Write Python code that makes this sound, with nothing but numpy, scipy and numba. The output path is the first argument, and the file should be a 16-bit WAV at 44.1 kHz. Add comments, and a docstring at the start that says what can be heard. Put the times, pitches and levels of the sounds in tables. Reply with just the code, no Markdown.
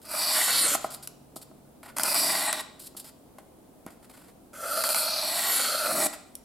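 """A desk in a small room: a folding knife makes three slicing strokes through a hand-held sheet of paper.
Each stroke is thousands of random fibre snaps, coloured as fizz and rung through the resonances of the sheet;
the strip that comes loose flaps, curls whistle downwards, and the paper beside the blade sings.
Filtered grain makes light brushes, decaying modes make soft knocks, noise bursts make the catches of the edge.
Shaped noise makes the hush of the room; a faint low tone lingers from the first stroke."""
import sys
import numpy as np
from scipy import signal
from scipy.fft import rfft, irfft, next_fast_len
from scipy.io import wavfile
from scipy.ndimage import uniform_filter1d
from numba import njit

SR = 44100
rng = np.random.default_rng(int(sys.argv[2]) if len(sys.argv) > 2 else 0)


def waveform_to_disk(signal):
    """Save audio, clipped to [-1, 1], as 16-bit WAV at the path in sys.argv[1]."""
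    frames = np.transpose(np.atleast_2d(signal))
    scaled = np.clip(frames, -1, 1) * 32767
    samples = np.round(scaled).astype(np.int16)
    wavfile.write(sys.argv[1], SR, samples)


N = 284312
TIME = np.arange(N) / SR

# The edge catches on the paper and snaps free.
# Each row: moment of release in seconds, burst level in dB before filtering, low body in dB re the crack.
CATCH_EVENTS = [(1.0738, -27, -4.5), (1.9665, -35, -3), (1.984, -22, 11), (1.9963, -25.5, 15.5),
                (2.0339, -13, -16.5), (2.144, -18, -3), (2.5281, -18, 9), (3.384, -49.5, 14.5),
                (3.864, -40.5, -2), (4.838, -21.5, 15), (4.89, -19, 1), (4.945, -19, 12.5),
                (6.353, -28.5, -13)]
# Spectrum of the fibre fizz. Each row: frequency in Hz, level in dB.
FIZZ_SPECTRUM = [(1200, -42), (3000, -5.5), (5400, -2), (6200, -2.5), (7100, 3), (8200, 5.5), (11000, 5),
                 (13500, 2), (14600, -5), (16000, -20.5)]


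def from_db(db):
    """Amplitude factor of a level in dB."""
    return 10 ** (np.asarray(db) / 20)


def rms_one(x):
    """Scales a whole signal to rms 1."""
    return x / np.sqrt(np.mean(x ** 2) + 1e-20)


def level(x):
    """Evens the slow level out to rms 1, over 0.1 s."""
    return x / np.sqrt(uniform_filter1d(x ** 2, SR // 10))


def gate(start_s, end_s, rise_s, fall_s):
    """Contact opens linearly and dies away exponentially after its end."""
    opening = np.clip((TIME - start_s) / rise_s, 0, 1)
    return opening * np.exp(-np.clip((TIME - end_s) / fall_s, 0, 20))


def swell(peak_s, half_s):
    """A smooth rise and fall of height 1 around a moment."""
    return np.exp(-.5 * np.minimum(((TIME - peak_s) / half_s) ** 2, 100))


def falling_swells(rows, fall_oct_per_s):
    """Gain and pitch of a run of swells; each one sinks in pitch as the cut grows."""
    gain, octaves = 1e-12, 1e-12 * np.log2(rows[0][2])
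    for peak_s, half_s, hz, db in rows:
        weight = from_db(db) * swell(peak_s, half_s)
        gain = gain + weight
        octaves = octaves + weight * (np.log2(hz) - fall_oct_per_s * (TIME - peak_s))
    return gain, np.clip(2 ** (octaves / gain), 3000, 13200)


def drift(rate_hz):
    """Random wandering of rms 1 through rate_hz knots per second."""
    knots = rng.standard_normal(N // 10)
    return rms_one(np.interp(TIME * rate_hz, np.arange(len(knots)), knots))


def at_hz(points, hz):
    """Reads a curve on a logarithmic frequency axis."""
    points_hz, values = np.transpose(points)
    return np.interp(np.log(hz + 1), np.log(points_hz), values)


def colour(x, spectrum):
    """Causal (minimum-phase) filter with the given spectrum, by folding its cepstrum."""
    size = 2 * next_fast_len(N // 2 + SR // 10)
    gain = from_db(at_hz(spectrum, np.fft.rfftfreq(size, 1 / SR)))
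    cepstrum = irfft(np.log(gain))
    cepstrum[1:size // 2] *= 2
    cepstrum[size // 2 + 1:] = 0
    return irfft(rfft(x, size) * np.exp(rfft(cepstrum)))[..., :N]


def resonate(x, hz, width_hz):
    """Two-pole resonance of gain 1 at its top."""
    r = np.exp(-np.pi * width_hz / SR)
    zeros = np.array([1, 0, -1]) * (1 - r * r) / 2
    poles = [1, -2 * r * np.cos(2 * np.pi * hz / SR), r * r]
    return signal.lfilter(zeros, poles, x)


@njit
def glide(x, hz, width_hz):
    """Two-pole resonance whose centre moves."""
    y, r = np.zeros(len(x)), np.exp(-np.pi * width_hz / SR)
    for i in range(2, len(x)):
        y[i] = x[i] - x[i - 2] + 2 * r * np.cos(2 * np.pi * hz[i] / SR) * y[i - 1] - r * r * y[i - 2]
    return y


def scatter(x, spread_s):
    """A dense cluster of short echoes that keeps the power."""
    t = TIME[:SR // 16]
    echoes = rng.standard_normal(len(t)) * np.exp(-t / spread_s)
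    return signal.fftconvolve(x, echoes / np.linalg.norm(echoes))[:N]


def snaps(per_s, spread_db):
    """Fibres part at random moments, many faintly and a few loudly."""
    sizes = from_db(spread_db * np.minimum(rng.exponential(1, N), 4)) * rng.choice([-1, 1], N)
    return rms_one(sizes * (rng.random(N) < per_s / SR))


def sheet(force):
    """The held sheet radiates a force through its broad resonances, alternating in sign."""
    # Each row: frequency in Hz, width in Hz, level in dB.
    sheet_modes = [(615.4, 118, -1), (870, 317, 3), (1057, 436, 2), (1462, 205, 1), (1950, 202, -1.5),
                   (2320, 845, -8.5)]
    return sum((-1) ** k * from_db(db) * resonate(force, hz, width_hz)
               for k, (hz, width_hz, db) in enumerate(sheet_modes))


def hush():
    """Low rumble of the room's air with a faint even hiss."""
    # Spectrum of the air. Each row: frequency in Hz, level in dB.
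    air_spectrum = [(25, -16.5), (55, -8), (110, -9), (160, -7.5), (255, -2), (430, -10), (660, -10.5),
                    (1840, -31), (6200, -35), (9500, -29.5), (16000, -34)]
    # Spread between the ports. Each row: frequency in Hz, side re mid in dB.
    air_width = [(30, -14.5), (300, -4.5), (6000, -0.5)]
    hush_db = -55.5
    mid, side = rms_one(colour(rng.standard_normal((2, N)), air_spectrum))
    side = colour(side, air_width)
    return from_db(hush_db) * np.array([mid + side, mid - side])


def brushes(edge_db):
    """Light uneven brushes, some bright from the blade's edge, some dull from shifting fingers, stir the sheet."""
    # Each row: start in seconds, length in seconds, level in dB, sheet body in dB re the fizz.
    brush_events = [(0.015, 0.049, -51, 3), (0.807, 0.057, -46, 10), (0.902, 0.051, -41.5, 1),
                    (1.024, 0.024, -45, 0.5), (1.358, 0.015, -42.5, -10), (1.413, 0.015, -47, 2),
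                    (1.829, 0.04, -49, 18), (1.875, 0.03, -46, 21), (2.792, 0.084, -45, -4),
                    (2.965, 0.04, -43, -3), (3.041, 0.051, -50, 5.5), (3.383, 0.005, -47, 20),
                    (3.863, 0.025, -49, 24), (3.903, 0.029, -55.5, 10), (4.025, 0.029, -56, 14),
                    (4.094, 0.21, -57.5, 14), (6.126, 0.014, -36, 15.5)]
    grain = snaps(per_s=8100, spread_db=2.5) * from_db(2.9 * drift(130))
    fizz = colour(grain, FIZZ_SPECTRUM) + from_db(edge_db) * resonate(grain, 5020, 950)
    body = sheet(grain)
    out = np.zeros(N)
    for start_s, length_s, db, body_db in brush_events:
        contact = gate(start_s, start_s + length_s, rise_s=0.0028, fall_s=0.0085)
        out += from_db(db) * contact * rms_one(fizz + from_db(body_db) * body)
    return out


def cutting_force(clump_db, snag_db):
    """Snaps come in clumps as the edge sticks and slips, most raggedly around each catch."""
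    snag = np.clip(sum(gate(s - .02, s, rise_s=.02, fall_s=.03) for s, _, _ in CATCH_EVENTS), 0, 1)
    slip = from_db((clump_db + snag_db * snag) * (drift(110) + drift(600)))
    slip /= np.sqrt(uniform_filter1d(slip ** 2, SR // 30))
    return snaps(per_s=12000, spread_db=3.0) * slip


def flexing(force, share, turns_per_s):
    """Waves bounce about in the sheet: fine resonances that come and go as it bends."""
    bend = 2 * np.pi * turns_per_s * TIME + drift(2.15)
    echoes = np.cos(bend) * scatter(force, 0.0024) + np.sin(bend) * scatter(force, 0.0045)
    return force + share * echoes


def dulling(fizz, done):
    """The growing strip shades the top of the fizz."""
    lost_share, above_hz = 0.43, 12200   # share of the top lost by the end of a cut
    top = signal.sosfiltfilt(signal.butter(2, above_hz, "high", fs=SR, output="sos"), fizz)
    return fizz - lost_share * done ** 2 * top


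def curling(fizz, force):
    """Each curl gathers the fizz into a falling whistle for a moment, keeping its power."""
    # The curling strip whistles.
    # Each row: peak in seconds, half length in seconds, pitch at the peak in Hz, level in dB re the fizz.
    curls = [(0.634, 0.032, 9300, 5), (2.498, 0.017, 8560, 9.5), (5.522, 0.076, 11300, -5.5)]
    share, hz = falling_swells(curls, fall_oct_per_s=2.5)
    whistle = level(glide(glide(force, hz, 1900.0), hz, 2200.0))
    return (fizz + share * whistle) / np.sqrt(1 + share ** 2)


def taut_sheet(force, taut_db, low_hz):
    """Tension moves the sheet's energy into its sharp rings without adding any."""
    # The steady upper ring. The row: frequency in Hz, width in Hz, level in dB re the lowest ring.
    upper_ring = (1371, 43, 0.97)
    hz, width_hz, db = upper_ring
    low = rms_one(glide(force, low_hz, 92.0))
    rings = low - from_db(db) * rms_one(resonate(force, hz, width_hz))
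    return level(rms_one(sheet(force)) + from_db(taut_db - 15.5) * rings)


def singing_edge(force):
    """The paper beside the blade rings in swells, each at its own pitch and sinking slightly."""
    # Each row: peak in seconds, half length in seconds, pitch at the peak in Hz, level in dB before trim.
    sings = [(0.28, 0.09, 4690, -31), (0.575, .06, 4360, -28.5), (2.2, 0.12, 4850, -31.5),
             (2.52, 0.09, 3860, -41.5), (4.84, 0.086, 4520, -37), (5.14, 0.15, 4380, -32),
             (5.7, 0.19, 4370, -34.5)]
    trim_db = 0.5
    gain, hz = falling_swells(sings, fall_oct_per_s=0.12)
    return from_db(trim_db) * gain * level(resonate(glide(force, hz, 445.0), 6640, 6800))


def stalling():
    """The cut quietens while the blade is held, just before each catch tears free."""
    stall_s, stall_db = .013, 6
    held = sum(np.clip((TIME - s + stall_s) / .003, 0, 1) * (TIME < s) for s, _, _ in CATCH_EVENTS)
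    return from_db(-stall_db * np.clip(held, 0, 1))


def slicing(flutter_db):
    """One cutting force drives the fizz, the sheet, the cut edge, the flapping and the curl."""
    # The strokes. Each row: start in seconds, end in seconds, time to bite in seconds, sheet level in dB,
    # sharp rings in dB before strain and a fixed offset, lowest ring in Hz, flapping in dB before trim,
    # gain of the flapping once the strip hangs loose in dB.
    stroke_rows = [(0.042, 0.755, .1, -36, -4, 800, -54.5, 7.5),
                   (1.962, 2.609, 0.0049, -35.5, -32, 967, -47, -4.5),
                   (4.53, 6.067, .15, -36, 1.5, 639, -55.5, 15.5)]
    # Blade speed as fizz level, one curve per stroke. Each row: time in seconds, level in dB before trim.
    speed_curves = [
        [(0.06, -57), (0.11, -38.5), (0.2, -31), (0.28, -32), (0.37, -26.0), (0.54, -27.5), (0.63, -24.5),
         (0.69, -27.5), (0.755, -24.5)],
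        [(1.966, -33.5), (2.025, -34.5), (2.06, -31), (2.18, -27.5), (2.35, -31), (2.48, -32.5), (2.58, -44.5),
         (2.615, -32.5)],
        [(4.54, -52.5), (4.61, -43.0), (4.72, -34.5), (4.88, -29), (5.0, -28.5), (5.13, -38.5), (5.24, -35.5),
         (5.36, -31), (5.55, -27), (5.76, -32), (5.95, -33), (6.07, -25.5)],
    ]
    # The blade drags and pulls the sheet taut.
    # Each row: peak in seconds, half length in seconds, sheet gain in dB.
    strains = [(0.387, 0.035, 3), (0.74, 0.021, 0.5), (2.43, 0.12, 2), (4.72, .13, 6.5), (5.86, 0.16, 4.5)]
    # Spectrum of the flapping strip. Each row: frequency in Hz, level in dB.
    flap_spectrum = [(60, -38), (140, -7), (265, 6), (520, -4.5), (900, -12.5)]
    fizz_trim_db, flap_trim_db = 0.7, 5.0
    bite_swell_db = 14.5   # sheet and flapping swell by this much as the blade bites in
    loose_before_end_s, loose_rise_s = .27, 0.14
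    cruise_db = -32   # fizz at an ordinary blade speed, before trim
    sheet_follows = 0.25   # share of the speed's swing in dB that reaches the sheet
    ring_db_per_strain_db = 2.65

    cuts = np.transpose(stroke_rows)
    stroke = np.maximum(np.searchsorted(cuts[0], TIME) - 1, 0)
    start_s, end_s, bite_s, sheet_db, rings_db, low_hz, flap_db, loose_db = cuts[:, stroke]
    speed_db = np.choose(stroke, [np.interp(TIME, *np.transpose(rows)) for rows in speed_curves])
    strain_db = sum(db * swell(peak_s, half_s) for peak_s, half_s, db in strains)
    bite_db = -bite_swell_db * np.clip(1 - (TIME - start_s) / bite_s, 0, 1)
    done = np.clip((TIME - start_s) / (end_s - start_s), 0, 1)
    loose = np.clip((TIME - end_s + loose_before_end_s) / loose_rise_s, 0, 1)

    force = cutting_force(clump_db=0.36, snag_db=0.5)
    bent = flexing(force, share=.7, turns_per_s=.8)

    fizz = dulling(rms_one(colour(bent, FIZZ_SPECTRUM)), done)
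    fizz = from_db(fizz_trim_db + speed_db) * curling(fizz, bent)

    body = taut_sheet(bent, rings_db + ring_db_per_strain_db * strain_db, low_hz)
    body_db = sheet_db + strain_db + sheet_follows * (speed_db - cruise_db)
    body *= from_db(body_db + flutter_db * drift(60))

    flap = from_db(flap_db + loose_db * loose + flap_trim_db) * rms_one(colour(force, flap_spectrum))

    contact = gate(start_s, end_s, rise_s=0.0043, fall_s=0.0042) * stalling()
    return contact * (fizz + singing_edge(force) + from_db(bite_db) * (body + flap))


def low_ring():
    """One faint low tone enters during the first stroke, lingers and fades."""
    # The row: start in seconds, frequency in Hz, peak in dB, time to fall by 60 dB in seconds.
    low_tone = (0.5, 140.5, -54, 8)
    start_s, hz, db, t60_s = low_tone
    envelope = gate(start_s, start_s, rise_s=0.011, fall_s=t60_s / np.log(1000))
    return from_db(db) * envelope * np.sin(2 * np.pi * hz * TIME)


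def strike(times_s, levels_db, modes):
    """Each blow sets every mode ringing, with strengths that vary by about a decibel."""
    out = np.zeros(N)
    for k, (hz, mode_db, t60_s) in enumerate(modes):
        clicks = np.zeros(N)
        blow_db = levels_db + mode_db + rng.standard_normal(len(times_s))
        clicks[(times_s * SR).astype(int)] = from_db(blow_db)
        r, w = from_db(-60 / (t60_s * SR)), 2 * np.pi * hz / SR
        ringing = signal.lfilter([0, np.sin(w)], [1, -2 * r * np.cos(w), r * r], clicks + 1e-18)
        out += (-1) ** k * ringing
    return out


def knocks(ring_db, thud_db):
    """Dull taps of paper, blade and fingers, some with a thud of the hand or mat beneath."""
    # Each row: moment in seconds, level in dB before trim, depth in dB (thud re ring, before trim).
    knock_events = [(0.75, -16, -21), (0.844, -16, -19.5), (1.362, -33.5, -7), (1.513, -45, -4),
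                    (2.949, -41.5, -5), (3.384, -36.5, -24), (3.864, -33.5, -2)]
    # Modes of the tap. Each row: frequency in Hz, level in dB, time to fall by 60 dB in seconds.
    tap_modes = [(648, 3.5, 0.032), (786, -0.5, 0.055), (1027, 0, 0.024), (1287, -2, 0.035),
                 (1420, -10, 0.037), (2050, -7.5, 0.0069)]
    # Modes of the thud. Each row: frequency in Hz, level in dB, time to fall by 60 dB in seconds.
    low_modes = [(172, -7, 0.05), (254, 9, 0.014)]
    times_s, db, depth_db = np.transpose(knock_events)
    ring = strike(times_s, db + ring_db, tap_modes)
    return ring + strike(times_s, db + depth_db + thud_db, low_modes)


def catches(body_db):
    """A bundle of fibres gives way in a burst of a few milliseconds."""
    crack, body = np.zeros(N), np.zeros(N)
    for s, db, low_db in CATCH_EVENTS:
        burst = from_db(db) * gate(s, s + 0.0003, rise_s=.0001, fall_s=.0018)
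        crack += burst
        body += burst * from_db(low_db)
    force = rng.choice([-1., 1.], N)
    return colour(force * crack, FIZZ_SPECTRUM) + from_db(body_db) * sheet(force * body)


def ports(x, spread_s):
    """Scatter off hands and desk reaches the two microphone ports differently."""
    # Each row: frequency in Hz, side re mid in dB.
    port_width = [(100, -22), (1000, -81), (5000, -14), (9000, -8)]
    side = colour(scatter(x, spread_s), port_width)
    return np.array([x + side, x - side])


def room(x, apart):
    """A diffuse tail of decaying noise in octave bands, the treble dying first."""
    # Each row: frequency in Hz, time to fall by 60 dB in seconds.
    room_decay = [(1000, 0.55), (4000, 0.68), (16000, 0.068)]
    t, tail = TIME[:SR // 2], 0
    edges_hz = np.geomspace(120, 16000, 8)
    for low_hz, high_hz in zip(edges_hz, edges_hz[1:]):
        band_pass = signal.butter(2, [low_hz, high_hz], "band", fs=SR, output="sos")
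        band = signal.sosfilt(band_pass, rng.standard_normal((2, len(t))))
        t60_s = at_hz(room_decay, np.sqrt(low_hz * high_hz))
        tail = tail + band * np.exp(-np.log(1000) * t / t60_s)
    tail *= np.clip(t / 0.0076, 0, 1)
    mid, side = signal.fftconvolve(x[None], tail / np.linalg.norm(tail[0]), axes=1)[:, :N]
    return np.array([mid + apart * side, mid - apart * side])


def scene():
    """Paper and blade close to the microphone, in the room and its hush."""
    paper = brushes(edge_db=1.0) + slicing(flutter_db=2.0)
    paper = paper + knocks(ring_db=-7.0, thud_db=1.0) + catches(body_db=2.0)
    # a small sheet radiates hardly any bass
    paper = signal.sosfilt(signal.butter(3, 130, "high", fs=SR, output="sos"), paper)
    return hush() + ports(paper, spread_s=.01) + from_db(-13) * room(paper, apart=0.48) + low_ring()


def record(dry):
    """The top is cut steeply."""
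    cutoff_hz = 16000
    return signal.sosfilt(signal.ellip(10, .1, 80, cutoff_hz, fs=SR, output="sos"), dry)


dry = scene()
out = record(dry)
waveform_to_disk(out)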